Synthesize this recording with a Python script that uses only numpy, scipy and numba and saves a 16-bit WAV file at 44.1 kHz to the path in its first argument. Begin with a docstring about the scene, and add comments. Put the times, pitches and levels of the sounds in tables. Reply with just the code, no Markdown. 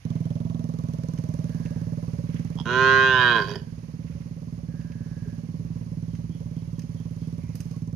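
"""A calf on a grassy bank gives one loud, high moo that starts with a croak and sinks into a rasp:
its vocal folds snap shut in pulses that ring the throat, mouth and head. Close by on the right a
single-cylinder engine idles, each firing ringing the exhaust. Far off, other cattle call and a bird
chirps; a few dry ticks and soft knocks sound nearby, over a low rumble and the hiss, with a few soft
swells, of a plantation whose trunks and shrubs scatter a short tail."""
import sys
import numpy as np
from scipy import signal
from scipy.fft import rfft, irfft, next_fast_len
from scipy.io import wavfile
from scipy.ndimage import uniform_filter1d
from numba import njit

SR = 44100
rng = np.random.default_rng(int(sys.argv[2]) if len(sys.argv) > 2 else 0)


def waveform_to_disk(signal):
    """Save audio, clipped to [-1, 1], as 16-bit WAV at the path in sys.argv[1]."""
    frames = np.transpose(np.atleast_2d(signal))
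    scaled = np.clip(frames, -1, 1) * 32767
    samples = np.round(scaled).astype(np.int16)
    wavfile.write(sys.argv[1], SR, samples)


N = 350595
TIME = np.arange(N) / SR


def from_db(db):
    """Decibels to gain."""
    return 10 ** (np.asarray(db) / 20)


def rms_one(x):
    """Scale to unit rms."""
    return x / np.sqrt(np.mean(x ** 2) + 1e-20)


def blend(first, second, share):
    """Crossfade from one value to another."""
    return first + (second - first) * share


def automation(rows):
    """Breakpoints (time_s, values...) to one curve per value column."""
    times, *columns = np.transpose(rows)
    return [np.interp(TIME, times, column) for column in columns]


def after(time_s, ease_s):
    """A smooth step from 0 to 1 around a moment."""
    return .5 + .5 * np.tanh((TIME - time_s) / (2 * ease_s))


def bump(centre_s, half_length_s):
    """A bell-shaped envelope."""
    return np.exp(-((TIME - centre_s) / half_length_s) ** 2)


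def drift(rate_hz):
    """A smooth random wobble of rms 1."""
    hop = 40
    r = np.exp(-2 * hop * np.pi * rate_hz / SR)
    slow = signal.lfilter([1], [1, -2 * r, r * r], rng.standard_normal(N // hop + 2002))[2000:]
    return np.interp(np.arange(N) / hop, np.arange(len(slow)), rms_one(slow))


def delayed(x, delay_s):
    """A fixed or moving delay."""
    return np.interp(TIME - delay_s, TIME, x)


def equalise(x, curve):
    """Shape a sound with an EQ curve of (freq_hz, gain_db) points."""
    size = next_fast_len(N)
    hz, db = np.transpose(curve)
    bins = np.maximum(np.fft.rfftfreq(size, 1 / SR), 1)
    gain = from_db(np.interp(np.log(bins), np.log(hz), db))
    return irfft(rfft(x, size) * gain, size)[..., :N]


def noise(curve):
    """Equalised noise of rms 1."""
    return rms_one(equalise(rng.standard_normal(N), curve))


def cut(x, hz, kind, order=2):
    """Butterworth low- or high-pass."""
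    return signal.sosfilt(signal.butter(order, min(hz, .45 * SR), kind, fs=SR, output="sos"), x + 1e-18)


def levelled_band(x, low_hz, high_hz):
    """Band-pass steeply, then ride the level to a running rms of 1."""
    x = cut(cut(x, low_hz, "high", order=4), high_hz, "low", order=4)
    power = uniform_filter1d(uniform_filter1d(x * x, size=1100), size=800)
    return x / np.sqrt(np.abs(power) + 1e-12)


def resonate(x, hz, width_hz):
    """One resonance with unity gain at its peak."""
    r = np.exp(-np.pi * width_hz / SR)
    poles = [1, -2 * r * np.cos(2 * np.pi * hz / SR), r * r]
    return signal.lfilter(np.array([1, 0, -1]) * (1 - r * r) / 2, poles, x + 1e-18)


@njit
def sweep(x, hz, width_hz):
    """A resonance whose centre moves, with unity gain at its peak."""
    r, y = np.exp(-np.pi * width_hz / SR), np.zeros(len(x))
    for i in range(2, len(x)):
        feedback = 2 * r * np.cos(2 * np.pi * hz[i] / SR) * y[i - 1] - r * r * y[i - 2]
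        y[i] = (1 - r * r) / 2 * (x[i] - x[i - 2]) + feedback
    return y


def body(x, modes):
    """Parallel resonances (freq_hz, width_hz, gain_db) of alternating polarity."""
    return sum((-1) ** k * from_db(db) * resonate(x, hz, width)
               for k, (hz, width, db) in enumerate(modes))


def pulses(rate_hz):
    """One unit click per cycle, shared between the two nearest samples."""
    cycles, out = np.cumsum(rate_hz) / SR, np.zeros(N)
    at = np.flatnonzero(np.diff(np.floor(cycles)) > 0)
    early = cycles[at + 1] % 1 * SR / rate_hz[at]
    out[at], out[at + 1] = early, 1 - early
    return out


def decay(clicks, decay_s):
    """Each click triggers an envelope that dies away."""
    return signal.lfilter([1], [1, -np.exp(-1 / (decay_s * SR))], clicks + 1e-18)


def pings(rows, rise_s):
    """Brief, slightly unsteady tones with a quick rise and a slower fall."""
    out, t = np.zeros(N + SR), TIME[:SR // 4]
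    wobbly_time = np.cumsum(np.exp(.02 * drift(150)[:len(t)])) / SR
    envelope = t / rise_s * np.exp(1 - t / rise_s)
    for start_s, hz, db in rows:
        at = int(start_s * SR)
        out[at:at + len(t)] += from_db(db) * envelope * np.sin(2 * np.pi * hz * wobbly_time)
    return out[:N]


def folds(pitch_hz, rough):
    """Vocal folds snap shut once a cycle and pass a puff of turbulence; roughness unsettles both."""
    snaps = pulses(pitch_hz * np.exp(.025 * rough * drift(50))) * from_db(6 * rough * drift(60))
    puffs = rms_one((decay(snaps, .003) + .08) * rng.standard_normal(N))
    return rms_one(snaps), puffs


def foliage_reverb(x, t60_s, build_s):
    """Leaves and trunks scatter a soft tail, different on each side."""
    t = TIME[:SR]
    tail = rng.standard_normal((2, SR)) * from_db(-60 * t / t60_s) * np.clip(t / build_s - .4, 0, 1)
    tail /= np.sqrt(np.sum(tail ** 2, axis=1, keepdims=True))
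    return signal.fftconvolve(x[None], tail, axes=1)[:, :N]


# EQ of the open-air hiss and of the sheen above it: freq_hz, gain_db
HISS_EQ = [(200, -36), (500, 4.5), (800, 2), (1100, 1.5), (1400, -2.5), (2000, 0.5), (2800, -1.5),
           (3600, -6.5), (4600, -1), (6700, -1)]
SHEEN_EQ = [(7000, -12), (7700, -13), (9000, -3), (10000, -4), (11300, 2), (12400, -11), (14000, -20),
            (15500, -26)]
# fader for both: time_s, level_db
AIR_LEVEL = [(0, -62), (1.7, -58.5), (4.2, -63), (7.75, -61), (7.92, -66)]


def air(hiss_db=2, sheen_db=-9, edge_hz=6950, waver_db=.6):
    """A bed of soft hiss that drops steeply in the treble, with a faint sheen above."""
    hiss = cut(noise(HISS_EQ), edge_hz, "low", order=24)
    hiss = rms_one(cut(hiss, edge_hz, "low", order=24))
    level_db = automation(AIR_LEVEL)[0] + waver_db * drift(3.9)
    return from_db(level_db) * (from_db(hiss_db) * hiss + from_db(sheen_db) * noise(SHEEN_EQ))


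# the rumble's fader: time_s, level_db
RUMBLE_LEVEL = [(0, -53), (1.2, -43), (4.1, -44), (5.5, -43), (7.95, -43.5)]
# its EQ: freq_hz, gain_db
RUMBLE_EQ = [(20, -32), (40, -17), (62, 0), (95, 0), (160, -6), (300, -22), (600, -45), (16000, -120)]


def rumble():
    """Low noise that swells in and holds."""
    return from_db(automation(RUMBLE_LEVEL)[0]) * noise(RUMBLE_EQ)


# swells of mid-range hiss: centre_s, half_length_s, level_db
SWELL_CUES = [(.1, 0.26, -64), (2.414, 0.16, -60.5), (4.096, 0.25, -66.5), (5.72, .09, -70.5)]
# their EQ: freq_hz, gain_db
SWELL_EQ = [(600, -22.5), (1500, 1), (2100, 4), (3000, 0), (5000, -19), (12000, -43)]


def hiss_swells(flutter_db=4.5):
    """Soft, fluttering swells of mid-range hiss."""
    swell = sum(from_db(db) * bump(centre_s, half_s) for centre_s, half_s, db in SWELL_CUES)
    return swell * from_db(flutter_db * drift(40)) * noise(SWELL_EQ)


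# the bird's run of like notes: start_s, level_db
BIRD_CHIRPS = [(6.07, -66), (6.291, -61.5), (6.534, -65), (6.73, -64), (6.946, -61.5), (7.186, -63.5)]


def bird(chirp_s=.1, chirp_hz=3300, fall_share=.055, gain_db=3):
    """Short, hoarse notes that fall in pitch, then one longer, lower note."""
    notes = [(start_s, chirp_s, chirp_hz, db) for start_s, db in BIRD_CHIRPS]
    notes.append((7.36, .22, 2300, -61))
    out, waver = np.zeros(N), np.exp(.055 * drift(200))
    for start_s, length_s, start_hz, db in notes:
        along = np.clip((TIME - start_s) / length_s, 0, 1)
        hz = start_hz * (1 - fall_share * along) * waver
        out += from_db(db + gain_db) * np.sin(np.pi * along) * np.sin(2 * np.pi * np.cumsum(hz) / SR)
    return out


# distant moos: start_s, length_s, top_pitch_hz, level_db, roughness (0-1)
CATTLE_CALLS = [(1.437, .44, 139, -58.5, 0.37), (4.665, .72, 141, -59, .12)]
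# their throat resonances: freq_hz, width_hz, gain_db
CATTLE_MODES = [(1652, 84, 25), (1050, 150, -28)]


def far_cattle(top_at=.54, end_droop=.14, fade_s=.06, skirt_ratio=7.5):
    """Each distant call arches in pitch; only its strongest resonances carry this far."""
    out = np.zeros(N)
    band_hz = min(CATTLE_MODES)[0] / skirt_ratio, max(CATTLE_MODES)[0] * skirt_ratio
    for start_s, length_s, top_hz, db, rough in CATTLE_CALLS:
        along = np.clip((TIME - start_s) / length_s, 0, 1)
        pitch_hz = top_hz * (1 - end_droop * ((along - top_at) / (1 - top_at)) ** 2)
        gate = np.minimum(np.minimum(along, 1 - along) * length_s / fade_s, 1)
        snaps, puffs = folds(pitch_hz, rough)
        out += from_db(db) * gate * levelled_band(body(snaps + rough * puffs, CATTLE_MODES), *band_hz)
    return out


# knock cues: start_s, pitch_hz, level_db
KNOCK_CUES = [(5.255, 415, -44.5), (5.605, 405, -48), (6.295, 310, -47), (7.738, 1100, -54.5)]


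def knocks():
    """Soft, hollow knocks, each one brief tone."""
    return pings(KNOCK_CUES, rise_s=.0075)


# tick cues: start_s, level_db, crispness_db
TICK_CUES = [(1.177, -50, -29), (1.6574, -50, -34), (4.81, -56.5, -30), (4.9188, -55, -35),
             (6.1512, -52.5, -22), (6.793, -46.5, -12), (6.819, -53, -15), (7.5537, -46, -3.5),
             (7.604, -44.5, -5.5), (7.712, -51.5, -11.5)]
# the twig's body, its brighter ring and its top-end crack: freq_hz, width_hz, gain_db
TWIG_WOOD = [(1710, 550, 4), (2690, 550, 6.5)]
TWIG_RING = [(5150, 460, -10), (6250, 43, 1.5)]
TWIG_CRACK = [(9200, 13000, -11), (12600, 790, -1)]


def twig_ticks(decay_s=.0074):
    """Tiny dry snaps: a burst of crackle in a woody body; the crisper, the more treble rides on it."""
    wood, ring, crack = np.zeros((3, N))
    for start_s, db, crisp_db in TICK_CUES:
        at = int(start_s * SR)
        wood[at] = from_db(db - 9.5 - .37 * crisp_db)
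        ring[at] = from_db(db + 1 + .1 * crisp_db)
        crack[at] = from_db(db + 1 + crisp_db)
    grit = rng.standard_normal(N)
    return sum(decay(hits, decay_s) * rms_one(body(grit, modes))
               for hits, modes in [(wood, TWIG_WOOD), (ring, TWIG_RING), (crack, TWIG_CRACK)])


# exhaust pipe resonances: freq_hz, width_hz, gain_db, polarity
PIPE_MODES = [(56.4, 16, -23, 1), (110.6, 21, -1, 1), (166.26, 18.35, 3, -1), (229.9, 17.2, -4.5, -1),
              (285, 11, -37.5, -1)]
# the thump's fader: time_s, level_db
THUMP_LEVEL = [(0, -28.5), (2.4, -30.5), (3.8, -36.5), (5.1, -33), (7.95, -32.5)]


def exhaust_thump(firings, scatter_db=2):
    """Every firing rings the pipe, each mode with a slightly different strength."""
    pipe = np.zeros(N)
    for hz, width, db, polarity in PIPE_MODES:
        hits = firings * from_db(db + scatter_db * np.tanh(drift(6.2)))
        pipe += np.sign(polarity) * resonate(hits, hz, width)
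    return from_db(automation(THUMP_LEVEL)[0]) * rms_one(cut(pipe, 334, "low", order=4))


# the exhaust's bark: time_s, level_db, target_hz
BARK_CURVE = [(0, -48, 680), (1.0, -49.5, 655), (2.4, -51.5, 589), (3.8, -58, 575), (7.95, -57.5, 577)]
# resonances of the escaping gas: freq_hz, width_hz, gain_db
CHUFF_MODES = [(400, 150, -2), (585, 100, 0.5), (1020, 170, 0)]


def exhaust_gas(firings, start_hz=290, rise_s=.008, width_hz=25, chuff_follows=.67):
    """Each firing lets out a chuff of gas and a bark that whoops upward."""
    bark_db, target_hz = automation(BARK_CURVE)
    since_firing_s = TIME - np.maximum.accumulate(TIME * (firings > 0))
    puff = (decay(firings, .016) - decay(firings, .002)) * rng.standard_normal(N)
    bark_db = bark_db + 1.2 * drift(12)
    whoop_hz = blend(target_hz * np.exp(.015 * drift(12)), start_hz, np.exp(-since_firing_s / rise_s))
    bark = sweep(firings + .041 * puff, whoop_hz, width_hz)
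    bark = rms_one(cut(cut(bark, 850, "low", order=4), 300, "high"))
    chuff = rms_one(cut(body(puff, CHUFF_MODES), 1250, "low", order=4))
    chuff_db = blend(bark_db.mean(), bark_db, chuff_follows) - 4
    return from_db(chuff_db) * chuff - from_db(bark_db) * bark


# the pop's fader: time_s, level_db
EXHAUST_POP_LEVEL = [(0, -66), (1.3, -57.5), (2.6, -62.5), (3.8, -72), (7.95, -71)]


def exhaust_pop(firings):
    """The sharp pop of the exhaust opening, softer once the engine settles."""
    pop = rms_one(cut(cut(firings, 610, "high"), 900, "low", order=3))
    return from_db(automation(EXHAUST_POP_LEVEL)[0]) * pop


# EQ of the valve ticks: freq_hz, gain_db
VALVE_EQ = [(700, -8), (1100, -2), (1400, -7), (2200, -8), (3000, -5), (4000, -2), (4700, -7), (6000, 4),
            (7000, -2), (8000, -13), (10000, -13), (11000, -4), (13000, -15), (15000, -28)]
# faders for the valve ticks and their early clatter: time_s, level_db
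VALVE_TICK_LEVEL = [(0, -62), (.5, -70), (.65, -63), (1.4, -62.5), (1.9, -72.5), (2.6, -62), (3.8, -81.5),
                    (7.95, -68.5)]
VALVE_CLATTER_LEVEL = [(0, -65), (.52, -65.5), (.8, -88.5)]


def valves(firings):
    """The valves tick with each firing; at first the ticks clatter with a ring near 3 kHz."""
    taps = firings * from_db(2 * np.tanh(drift(15)))
    ticks = rms_one(decay(taps, .0041) * noise(VALVE_EQ))
    clatter = rms_one(resonate(decay(taps, .006) * rng.standard_normal(N), hz=3200, width_hz=450))
    return (from_db(automation(VALVE_TICK_LEVEL)[0]) * ticks
            + from_db(automation(VALVE_CLATTER_LEVEL)[0]) * clatter)


# idle speed: time_s, firing_rate_hz
IDLE_SPEED = [(0, 19.067), (.5, 21.064), (1.05, 19.871), (1.4, 19.52), (1.7, 18.461), (2.1, 19.048),
              (3.4, 18.739), (5.2, 18.694), (7.95, 18.222)]


def engine(jitter_cycles=.0089):
    """One idling cylinder; each firing comes a little early or late and triggers every layer."""
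    cycles = np.cumsum(automation(IDLE_SPEED)[0]) / SR + jitter_cycles * drift(5.7)
    firings = pulses(np.gradient(cycles) * SR)
    thump = exhaust_thump(firings)
    return exhaust_gas(firings) + valves(firings) - thump - exhaust_pop(firings)


# the croak before the moo: time_s, level_db
CROAK_LEVEL = [(2.56, -80), (2.58, -46), (2.605, -39), (2.63, -57), (2.655, -73)]
# its resonances: freq_hz, width_hz, gain_db
CROAK_MODES = [(875, 330, 4.5), (3270, 350, 4.5), (5110, 500, -6), (6190, 430, -13)]


def croak(pitch_hz=80):
    """Slack folds flap before the voice catches; the nearly closed mouth passes only narrow bands."""
    snaps, puffs = folds(np.full(N, pitch_hz), rough=.15)
    flaps = snaps + .2 * puffs
    bands = sum(from_db(db) * resonate(resonate(flaps, hz, width), hz, width)
                for hz, width, db in CROAK_MODES)
    start_s, end_s = CROAK_LEVEL[0][0], CROAK_LEVEL[-1][0]
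    gate = np.clip((TIME - start_s) / .008, 0, 1) * np.clip((end_s - TIME) / .018, 0, 1)
    return from_db(automation(CROAK_LEVEL)[0]) * gate * levelled_band(bands, 600, 6500)


# squeak cues: start_s, pitch_hz, level_db
SQUEAK_CUES = [(3.415, 4630, -31), (3.425, 4800, -41), (3.491, 5460, -40), (3.512, 6150, -44),
               (3.558, 5080, -38)]


def squeaks():
    """Tiny squeaks as the calf's voice breaks, creaks and stops."""
    return pings(SQUEAK_CUES, rise_s=.0018)


# the voice catches, breaks into a rasp, and stops
MOO_START_S, MOO_BREAK_S, MOO_END_S = 2.651, 3.423, 3.56


def settling(decay_s):
    """Falls from 1 to 0 once the moo has begun."""
    return np.exp(-np.maximum(TIME - MOO_START_S, 0) / decay_s)


def moo_pitch(top_hz=132.8, slack_hz=96.2, droop_start_s=3.06, droop_hz_per_s=49, bend_s=.04):
    """A quick scoop up, a rounded top, a steady droop, and a last sag to the slack folds' rate."""
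    scoop_hz = 24 * settling(.065)
    droop_hz = droop_hz_per_s * bend_s * np.logaddexp(0, (TIME - droop_start_s) / bend_s)
    sag_hz = 21.91 * np.exp(np.minimum((TIME - MOO_BREAK_S) / .04, 1))
    return np.maximum(top_hz - scoop_hz - droop_hz - sag_hz, slack_hz)


# brief dips in effort before the break: centre_s, half_length_s, gain_db
FALTERS = [(3.34, 0.01, -3), (3.375, 0.0055, -1.5)]


def moo_envelope(onset, rasp, full_db=-13.5, swell_db=22.5, tiring_db_per_s=8.5, rasp_db=-38):
    """Attack, swell, a slowly tiring hold, the drop into the rasp, release."""
    age_s = np.maximum(TIME - MOO_START_S, 0)
    attack = np.minimum(age_s / .006, 1)
    held_db = full_db - swell_db * onset - tiring_db_per_s * age_s
    falter_db = sum(db * bump(centre_s, half_s) for centre_s, half_s, db in FALTERS)
    release_db = 355 * np.clip(TIME - MOO_END_S, 0, .5)
    return attack * from_db(blend(held_db, rasp_db, rasp) + falter_db - release_db)


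# fixed resonances of the calf's throat and head, low to high: freq_hz, width_hz, gain_db
CHEST_MODES = [(128.4, 130, -9), (406.5, 20.7, 6), (530, 40, -11.5), (652, 73, -8), (760, 280, -19)]
MOUTH_MODES = [(1040, 39, 4), (2090, 75, -20)]
RING_MODES = [(2472, 98, 3.4)]
EDGE_MODES = [(5880, 440, 6.5), (6570, 450, 1.5), (7650, 820, -19)]
# sliding resonances: time_s, low_hz, vowel_hz, second_hz, middle_hz, upper_hz, high_hz
FORMANT_PATHS = [(2.65, 1240, 1470, 1800, 3040, 3970, 5080), (2.87, 1347, 1566, 2075, 3010, 4320, 4950),
                 (3.02, 1440, 1588, 1940, 3000, 3980, 4720), (3.16, 1400, 1545, 1800, 3035, 3790, 4900),
                 (3.27, 1320, 1570, 1850, 3150, 3910, 4540), (3.42, 1460, 1594, 1820, 3200, 4140, 4500),
                 (3.56, 1440, 1750, 1790, 3020, 3770, 4800)]


def vocal_tract(pure, brassy, airy, puffs, opening, onset, strain, rasp):
    """Throat and head resonate in bands; the higher the band, the more air is in it."""
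    low_hz, vowel_hz, second_hz, middle_hz, upper_hz, high_hz = automation(FORMANT_PATHS)
    tongue = after(3.125, .05)   # the tongue shifts late in the call

    # each band's fader moves from rest to a second level, then to its level in the rasp
    chest_db = blend(blend(-3.5, -14.5, opening), -1.5, rasp)
    ring_db = blend(blend(-15, -8, tongue), -7.5, rasp) + 6 * onset
    high_db = blend(blend(-30.5, -23.5, strain), -8.5, rasp)
    edge_db = blend(blend(-30, -36.5, tongue), -23, rasp) + 10 * onset
    fizz_db = blend(blend(-49.5, -46, strain), -30, rasp)
    ring_db -= 8 * after(3.385, .008) * (1 - rasp)   # the voice dulls just before the break
    shutting_db = 45 * np.clip(TIME - MOO_BREAK_S, 0, .5)   # the closing mouth turns vowel into hum

    mouth = sum(from_db(db) * resonate(pure, hz, width) for hz, width, db in MOUTH_MODES)
    mouth += from_db(4.5) * sweep(pure, vowel_hz, width_hz=110)
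    mouth -= from_db(-6) * sweep(pure, low_hz, width_hz=220)
    mouth -= from_db(-3) * opening * sweep(pure, second_hz, width_hz=90)
    ring = body(brassy, RING_MODES) - from_db(5) * sweep(brassy, middle_hz, width_hz=330)
    ring += from_db(-1) * sweep(brassy, upper_hz, width_hz=330)
    fizz = resonate(puffs, hz=11600, width_hz=1200)   # air forced through the throat

    voice = from_db(-shutting_db) * levelled_band(mouth, 880, 2050)
    voice += from_db(chest_db + .5 * shutting_db) * levelled_band(body(pure, CHEST_MODES), 90, 900)
    # the nose swallows a band that climbs as the mouth opens, until the tongue shifts
    voice -= (1 - tongue) * sweep(voice, blend(740, 1170, opening), width_hz=170)
    voice += from_db(ring_db) * levelled_band(ring, 2400, 4900)
    voice += from_db(high_db) * levelled_band(sweep(airy, high_hz, width_hz=380), 4300, 5600)
    voice += from_db(edge_db) * levelled_band(body(airy, EDGE_MODES), 5200, 8500)
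    return voice + from_db(fizz_db) * levelled_band(fizz, 7500, 13500)


# the calf's mouth: time_s, opening (0 shut, 1 wide)
MOUTH_OPENING = [(2.65, 0.082), (2.85, 0.18), (3.05, 0.56), (3.2, 0.87), (3.3, 0.75), (3.37, 0.5),
                 (3.56, 0.04)]
# treble glances off its flank ever sooner as the head turns, a rising flange: time_s, delay_s
FLANK_ECHO = [(2.65, .00215), (2.78, .00208), (2.9, .0018), (3.01, .0016), (3.14, .0014), (3.2, .00131),
              (3.4, .00126)]


def moo(clear_rough=.045, rasp_rough=.7, bank_db=-10.5, flank_db=-5):
    """Fold pulses ring the calf's throat; the note swells, strains and brightens, then rasps."""
    onset, strain, rasp = settling(.1), after(3.19, .015), after(MOO_BREAK_S, .017)
    opening, flank_s = automation(MOUTH_OPENING)[0], automation(FLANK_ECHO)[0]
    rough = np.clip(blend(clear_rough + .15 * onset + .035 * strain, rasp_rough, rasp), 0, 1)
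    snaps, puffs = folds(moo_pitch(), rough)
    pure, brassy, airy = [(1 - rough) * snaps + breath * rough * puffs for breath in (1, 2.5, 4.5)]
    bank_s = blend(.002086, .001793, opening)   # the bounce off the bank shifts as the head lifts
    pure += from_db(bank_db) * delayed(pure, bank_s)
    brassy += from_db(flank_db) * delayed(brassy, flank_s)
    airy += from_db(flank_db) * delayed(airy, flank_s)
    voice = vocal_tract(pure, brassy, airy, puffs, opening, onset, strain, rasp)
    return moo_envelope(onset, rasp) * voice


# EQ that shades the left channel: freq_hz, gain_db
LEFT_EQ = [(60, -6.4), (400, -6.8), (1600, -6.5), (2400, -8.5), (4400, -17), (6500, -17), (8000, -3),
           (9300, 2), (11000, -10), (15000, -13)]


def scene(engine_lag_s=.000478, master_db=2.5):
    """The stereo mix: far sources are wetter than near ones, and the left side is shaded."""
    calf = moo() + squeaks() + croak()
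    far = far_cattle() + bird()
    clicks = twig_ticks() + knocks()
    motor = engine()
    low_bed = rumble()
    motor_pair = np.array([delayed(motor, engine_lag_s), motor])   # on the right, so the left lags
    direct = calf + low_bed + clicks + from_db(-5) * far + motor_pair
    # shrubs throw back only short waves; sound lingers longer among the trunks
    shrubs = from_db(-6) * foliage_reverb(cut(calf, 1300, "high"), t60_s=.09, build_s=.0015)
    send = from_db(-19) * (calf + low_bed) + from_db(-7.5) * far + from_db(-8) * clicks
    send += from_db(-11) * cut(motor, 170, "high", order=3)
    trunks = foliage_reverb(send, t60_s=.6, build_s=.0096)
    ambience = np.array([from_db(-2) * air() + hiss_swells(), air() + hiss_swells()])
    left, right = direct + shrubs + trunks + ambience
    return from_db(master_db) * np.array([equalise(left, LEFT_EQ), right])


def record(dry):
    """A steep low-pass takes off the very top."""
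    cutoff_hz = 15700
    return signal.sosfilt(signal.ellip(12, .1, 80, cutoff_hz, fs=SR, output="sos"), dry)


dry = scene()
out = record(dry)
waveform_to_disk(out)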